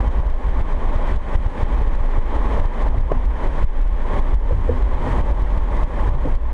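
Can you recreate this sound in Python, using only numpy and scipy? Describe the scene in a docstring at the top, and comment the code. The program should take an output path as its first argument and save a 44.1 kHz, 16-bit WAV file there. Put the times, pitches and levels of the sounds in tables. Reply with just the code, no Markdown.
"""Car cabin on a multi-lane road

Inside the moving car, from a camera's microphone on the windscreen. Air hisses past the glass,
the tyres roar and drone, and the body shakes with a deep rumble. Road seams thud and make the
trim knock. The rumble drives the camera's gain control, so the roar ducks at strong jolts and
creeps back."""
import sys
import numpy as np
from scipy import signal
from scipy.fft import rfft, irfft
from scipy.io import wavfile
from scipy.ndimage import uniform_filter1d

SR = 44100
rng = np.random.default_rng(int(sys.argv[2]) if len(sys.argv) > 2 else 0)


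def to_wav(sig):
    """Store sig (one row per channel, or 1-D mono) as 16-bit WAV at the path in sys.argv[1].

    Samples outside -1..1 are clipped; the rate is SR.
    """
    pcm = np.clip(np.atleast_2d(sig), -1, 1) * 32767
    pcm = np.round(pcm).astype(np.int16)
    wavfile.write(sys.argv[1], SR, pcm.T)  # frames by channels


N = 287973
T = np.arange(N) / SR

# Noise spectra: f/Hz, relative level/dB
HISS_SPECTRUM = [(900, -35.5), (1400, -1), (1900, 0.5), (2400, -7.5), (2770, -11), (3150, -10.5),
                 (4000, -19), (4900, -26), (6500, -27), (7800, -31.5), (9200, -28.5), (10200, -39),
                 (12000, -20.5), (14000, -91.5)]  # air at the glass
ROAR_SPECTRUM = [(44, -29.5), (75, -16), (108, -15.5), (183, -13), (246, -13), (338, -13.5), (500, -13.5),
                 (594, -13.5), (705, -19.5), (847, -13), (1040, -14.5), (1280, -24), (1400, -34.5),
                 (1820, -67), (3080, -120)]  # tread on asphalt
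DRONE_SPECTRUM = [(45, -33.5), (72, 3), (105, -9), (135, -8.5), (165, -13), (210, -17.5), (400, -59.5)]  # road through the suspension
SWAY_SPECTRUM = [(5, -29.5), (14, -6), (21, -5.5), (25.5, 1.5), (31, -4), (42, -23), (70, -35.5),
                 (400, -110)]  # body on its mounts
BOOM_SPECTRUM = [(20, -36), (38, -1), (49, 3), (56, -0.5), (64, -10.5), (110, -39.5), (400, -110)]  # cabin air
SCUFF_SPECTRUM = [(100, -9.5), (300, 9.5), (1100, 1), (1500, -9), (4000, -30.5), (9000, -45.5),
                  (12000, -84)]
GAIN_RASP_SPECTRUM = [(3500, 2), (6000, -8.5), (9000, -12.5), (12000, -27.5)]

# Level curves along the drive: t/s, level/dB
ROAR_SWELL = [(0.0, 3), (0.35, -1), (0.7, 1), (0.92, -0.3), (1.12, -1.5), (1.3, -0.5), (1.6, -1), (2.2, 0),
              (2.48, 1.3), (2.6, 0.3), (2.81, -0.5), (2.865, 2), (2.95, 1), (3.05, 2.5), (3.25, -0.5),
              (3.45, 1), (3.62, -2.5), (3.8, -2.5), (4.15, 1), (4.7, 0.5), (5.0, 0.5), (5.3, 1.5),
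              (5.41, 2.5), (5.48, -1), (5.56, 1), (5.68, -0.5), (5.8, 0), (6.1, 2), (6.5, -0.5)]  # follows the surface and the traffic alongside
DRONE_LEVEL = [(0.0, -32), (0.85, -37.5), (1.15, -37.5), (1.35, -32), (1.55, -35), (2.4, -39), (2.63, -34),
               (2.8, -39.5), (3.0, -30), (3.35, -32.5), (3.62, -32.5), (4.1, -37), (4.42, -33.5),
               (4.56, -23.5), (4.9, -35), (5.1, -29), (5.5, -32), (5.82, -26.5), (5.97, -31.5),
               (6.3, -27.5), (6.5, -44)]  # follows the surface
ROAD_ROUGHNESS = [(0.0, -20), (0.34, -9.5), (0.42, -15.5), (0.95, -18), (1.1, -16), (1.55, -26),
                  (1.9, -11.5), (2.2, -16.5), (2.38, -17), (2.8, -18.5), (3.28, -13.5), (3.4, -18),
                  (3.9, -10), (4.15, -19.5), (4.5, -15.5), (5.1, -24.5), (5.65, -16), (5.96, -17.5),
                  (6.2, -13)]  # steady shake of the body
BOOM_OVER_SWAY = [(0.0, 5), (0.7, -10), (1.3, -3), (1.75, -2.5), (2.05, -16.5), (2.5, -6), (2.8, -5),
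                  (3.2, 1.5), (3.75, -14.5), (4.25, -7), (4.5, 0.5), (4.8, -8), (5.8, -0.5), (6.53, -8)]  # cabin boom relative to body sway

# Peaks and notches of the cabin: f/Hz, width/Hz, gain/dB
CABIN_BANDS = [(246.4, 25, 4.5), (586.6, 26, 3.5), (890, 14, -0.5), (964, 16, -3.5), (1098, 83, 2),
               (2756, 240, -3.5), (3160, 200, 1)]
# Wheels crossing seams: t/s, level/dB, f/Hz, length/s
SEAM_THUDS = [(1.108, -21.5, 79.4, 0.088), (2.569, -23, 84.5, 0.08), (2.918, -17, 94.9, 0.14),
              (3.111, -17, 125, 0.016), (3.135, -10.5, 50.8, 0.17), (4.514, -12, 85.2, 0.11),
              (4.517, -14, 104, 0.018), (4.552, -18, 125, 0.033), (4.668, -14.5, 76.8, 0.079),
              (6.056, -19, 99.7, 0.1), (6.135, -19, 125.5, 0.058), (6.24, -25.5, 147, 0.062)]
# Knocks of the trim: t/s, level/dB, main ring f/Hz, rise/s, t60/s, relative scuff level/dB
TRIM_KNOCKS = [(0.228, -19, 600, .002, 0.063, -18), (0.822, -24, 514, 0.0027, 0.08, -7),
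               (.989, -24.5, 690, .002, 0.05, -9), (2.638, -21, 920, 0.0023, .04, -5),
               (2.941, -9.5, 660, 0.0024, 0.028, -30), (3.097, -15.5, 1040, .003, 0.084, -7),
               (3.112, -9, 1075, 0.0026, 0.04, -18), (3.1155, -3.5, 410, 0.002, 0.032, -8),
               (3.1165, -1.5, 630, 0.002, 0.027, -8), (3.142, -18, 247.7, 0.0038, 0.23, -14),
               (4.506, -7, 536, 0.0027, 0.042, -17), (4.519, -13, 470, 0.0035, 0.059, -6),
               (4.678, -11, 570, 0.0026, 0.034, -7), (4.6905, 8.3, 481, 0.0041, 0.033, -24),
               (4.714, -18.5, 513, 0.0021, 0.1, -8), (6.248, -10.5, 510, .002, 0.058, -14),
               (6.252, -9.5, 284, 0.0025, 0.064, -14.5), (6.269, -15.5, 464, 0.0026, 0.046, -10)]
# Panels that ring with every knock: f/Hz, relative level/dB, t60/s
PANEL_MODES = [(249.5, -27, 0.33), (361, -21, 0.083), (910, -30, 0.024), (1770, -32.5, 0.05)]
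# Bumps that jolt the body, which then settles: t/s, peak level/dB, t60/s
BODY_JOLTS = [(0.01, -7, 0.091), (0.081, -5, 0.59), (0.203, -4, 0.3), (0.27, -5, 0.19), (0.303, -4.5, 0.2),
              (0.347, -4.5, 0.27), (0.612, -5, 0.17), (0.732, -6.5, 0.29), (0.861, -9, 0.38),
              (0.963, -9, 0.17), (1.164, -3.5, 0.3), (1.36, -3.5, 0.44), (1.467, -6.5, 0.098),
              (1.634, -6, 0.75), (1.81, -14, 0.13), (2.01, -7, 1.5), (2.187, -5, 0.35), (2.607, -7.5, 0.17),
              (2.659, -4.5, 0.17), (2.832, -10, 0.4), (2.888, -3.5, 1.8), (3.123, -7.5, 0.72),
              (3.167, -10, 0.28), (3.249, -5.5, 0.28), (3.474, -8.5, 0.15), (3.645, 0.7, 1.55),
              (4.201, -7.5, 5.3), (4.348, 0, 1.1), (4.531, -8.5, 0.16), (4.837, -6.5, 1.76),
              (5.212, -6.5, 0.77), (5.315, -5.5, 0.58), (5.431, -5.5, 0.45), (5.58, -5.5, 0.82),
              (5.84, -4, 0.21), (6.096, -5.5, 0.91), (6.356, 1.3, 0.15)]
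# Brief dips in the rumble, and a few slight lifts: t/s, gain/dB
RUMBLE_LULLS = [(0.24, -10), (0.415, -11), (0.775, 1), (1.07, -9), (1.22, -3), (1.54, 0.5), (2.47, 0.5),
                (2.74, -1.5), (3.73, -9.5), (5.07, -8.5), (5.885, -8), (6.281, -2), (6.41, 1.5)]


def amp(db):
    return 10 ** (np.asarray(db) / 20)


def unit_rms(x):
    return x / np.sqrt(np.mean(x ** 2) + 1e-20)


def curve(points):
    return np.interp(T, *np.transpose(points))


def add(mix, start_s, sound):
    part = mix[round(start_s * SR):][:len(sound)]
    part += sound[:len(part)]


def noise(spectrum):
    """Noise of rms 1, coloured by a spectrum table."""
    hz, db = np.transpose(spectrum)
    colour = amp(np.interp(np.log(np.fft.rfftfreq(N, 1 / SR) + 1), np.log(hz + 1), db))
    return unit_rms(irfft(rfft(rng.standard_normal(N)) * colour, N))


def drift(rate_hz):
    """Random wander of rms 1, up to about the given rate."""
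    rolloff = np.exp(-(np.fft.rfftfreq(N, 1 / SR) / rate_hz) ** 2)
    return unit_rms(irfft(rfft(rng.standard_normal(N)) * rolloff, N))


def air_hiss(level_db=-42.5, flutter_db=0.8, swell_share=0.35):
    """Air and the higher tyre noise leak in past the glass, partly following the roar's swell."""
    swell_db = swell_share * curve(ROAR_SWELL)
    return noise(HISS_SPECTRUM) * amp(level_db + swell_db + flutter_db * drift(44))


def tyre_drone(waver_db=2):
    """Coarse asphalt drums up through the tyres and suspension, wavering from patch to patch."""
    return noise(DRONE_SPECTRUM) * amp(curve(DRONE_LEVEL) + waver_db * drift(11))


def tyre_roar(level_db=-30.5, grain_db=0.47):
    """Outside, the tread roars on the asphalt, unevenly as its grain changes."""
    return noise(ROAR_SPECTRUM) * amp(level_db + curve(ROAR_SWELL) + grain_db * drift(25))


def cabin_colour(x):
    """Standing waves between glass, roof and dashboard colour the noise at the microphone."""
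    hz = np.fft.rfftfreq(N, 1 / SR)
    colour_db = sum(db * np.exp(-(2 * (hz - centre) / width) ** 2) for centre, width, db in CABIN_BANDS)
    return irfft(rfft(x) * amp(colour_db), N)


def seam_thuds():
    """Each seam under the wheels sets the cabin air booming for a few cycles."""
    out = np.zeros(N)
    for start_s, db, hz, length_s in SEAM_THUDS:
        t = np.arange(0, length_s, 1 / SR)
        envelope = amp(db) * np.sin(np.pi * t / length_s)
        add(out, start_s, envelope * np.sin(2 * np.pi * hz * t))
    return out


def trim_knocks():
    """Padded trim knocks close by: a short main ring, the shared panels and a dull scuff."""
    out, t = np.zeros(N), np.arange(SR // 4) / SR
    scuff_noise = noise(SCUFF_SPECTRUM)
    for start_s, db, main_hz, rise_s, main_t60, scuff_db in TRIM_KNOCKS:
        modes = [(main_hz, 0, main_t60)] + PANEL_MODES
        ring = sum(amp(mode_db - 60 * t / t60) * np.sin(2 * np.pi * hz * t) for hz, mode_db, t60 in modes)
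        scuff = amp(scuff_db - 60 * t / main_t60) * np.roll(scuff_noise, -round(start_s * SR))[:len(t)]
        attack = (1 - np.exp(-t / rise_s)) ** 2  # rounded by the soft contact
        add(out, start_s, amp(db) * attack * (ring + scuff))
    return out


def shake_strength(aftershake_db=-6, build_s=0.013, lull_half_s=0.031):
    """How hard the body moves: the road's steady shake plus each jolt's dying shake, with lulls."""
    power = amp(curve(ROAD_ROUGHNESS)) ** 2
    for at_s, peak_db, t60 in BODY_JOLTS:
        build = np.exp(np.minimum(T - at_s, 0) / build_s)
        settle = amp(peak_db + aftershake_db - 60 * np.maximum(T - at_s, 0) / t60)
        power += (build * settle) ** 2
    lull_db = sum(db * np.exp(-((T - at_s) / lull_half_s) ** 2) for at_s, db in RUMBLE_LULLS)
    return np.sqrt(power) * amp(lull_db)


def body_rumble(jolt_s=0.0077, throb_db=1.7):
    """All round the microphone the body sways and the cabin air booms, as the road shakes them."""
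    swing = noise(SWAY_SPECTRUM) + noise(BOOM_SPECTRUM) * amp(curve(BOOM_OVER_SWAY))
    envelope = np.sqrt(uniform_filter1d(abs(signal.hilbert(swing)) ** 2, size=1300))
    even_swing = unit_rms(swing / envelope)
    out = even_swing * shake_strength() * amp(throb_db * drift(10.3))
    for at_s, peak_db, _ in BODY_JOLTS:  # a jolt takes over one swing and drives it to its own peak
        push = np.exp(-(2 * (T - at_s) / jolt_s) ** 2)
        peak = np.sign(even_swing[round(at_s * SR)]) * amp(peak_db)
        out += push * (peak - out)
    return out


def gain_control(x, target_db=-11.5, max_gain_db=4, recovery_db_per_s=62, attack_s=0.0036):
    """The camera follows the rumble's crests: its gain falls in milliseconds and recovers steadily."""
    crest_db = 20 * np.log10(abs(uniform_filter1d(x, size=80)) + 1e-9)
    recovery_db = recovery_db_per_s * T
    held_db = np.maximum.accumulate(crest_db + recovery_db) - recovery_db
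    wanted_db = np.minimum(target_db - held_db, max_gain_db)
    pole = np.exp(-1 / (attack_s * SR))
    gain_db = signal.lfilter([1 - pole], [1, -pole], wanted_db)
    falling = np.tanh(np.maximum(gain_db - wanted_db, 0) / 1.3)
    rasp_db = 0.088 * falling * noise(GAIN_RASP_SPECTRUM)  # uneven steps: each fall ticks faintly
    return x * amp(gain_db + rasp_db)


def scene():
    """Rumble, road noise and bumps as they reach the windscreen, in mono."""
    rumble = body_rumble()
    road_noise = cabin_colour(tyre_roar() + air_hiss() + tyre_drone())
    return (rumble + road_noise + seam_thuds() + trim_knocks())[None]


def record(dry, low_hz=9, high_hz=9800, band_limit_hz=12200):
    """The camera's chain: gain control, roll-off of bass and treble, then a steep band limit."""
    x = gain_control(dry[0]) * signal.windows.tukey(N, 0.002)  # brief fade in and out
    x = signal.sosfilt(signal.butter(2, low_hz, "highpass", fs=SR, output="sos"), x)
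    x = signal.sosfilt(signal.butter(10, high_hz, fs=SR, output="sos"), x)
    lowpass = signal.firwin(255, band_limit_hz, window=("kaiser", 8), fs=SR)
    return signal.oaconvolve(x, lowpass, "same")[None]


dry = scene()
out = record(dry)
to_wav(out)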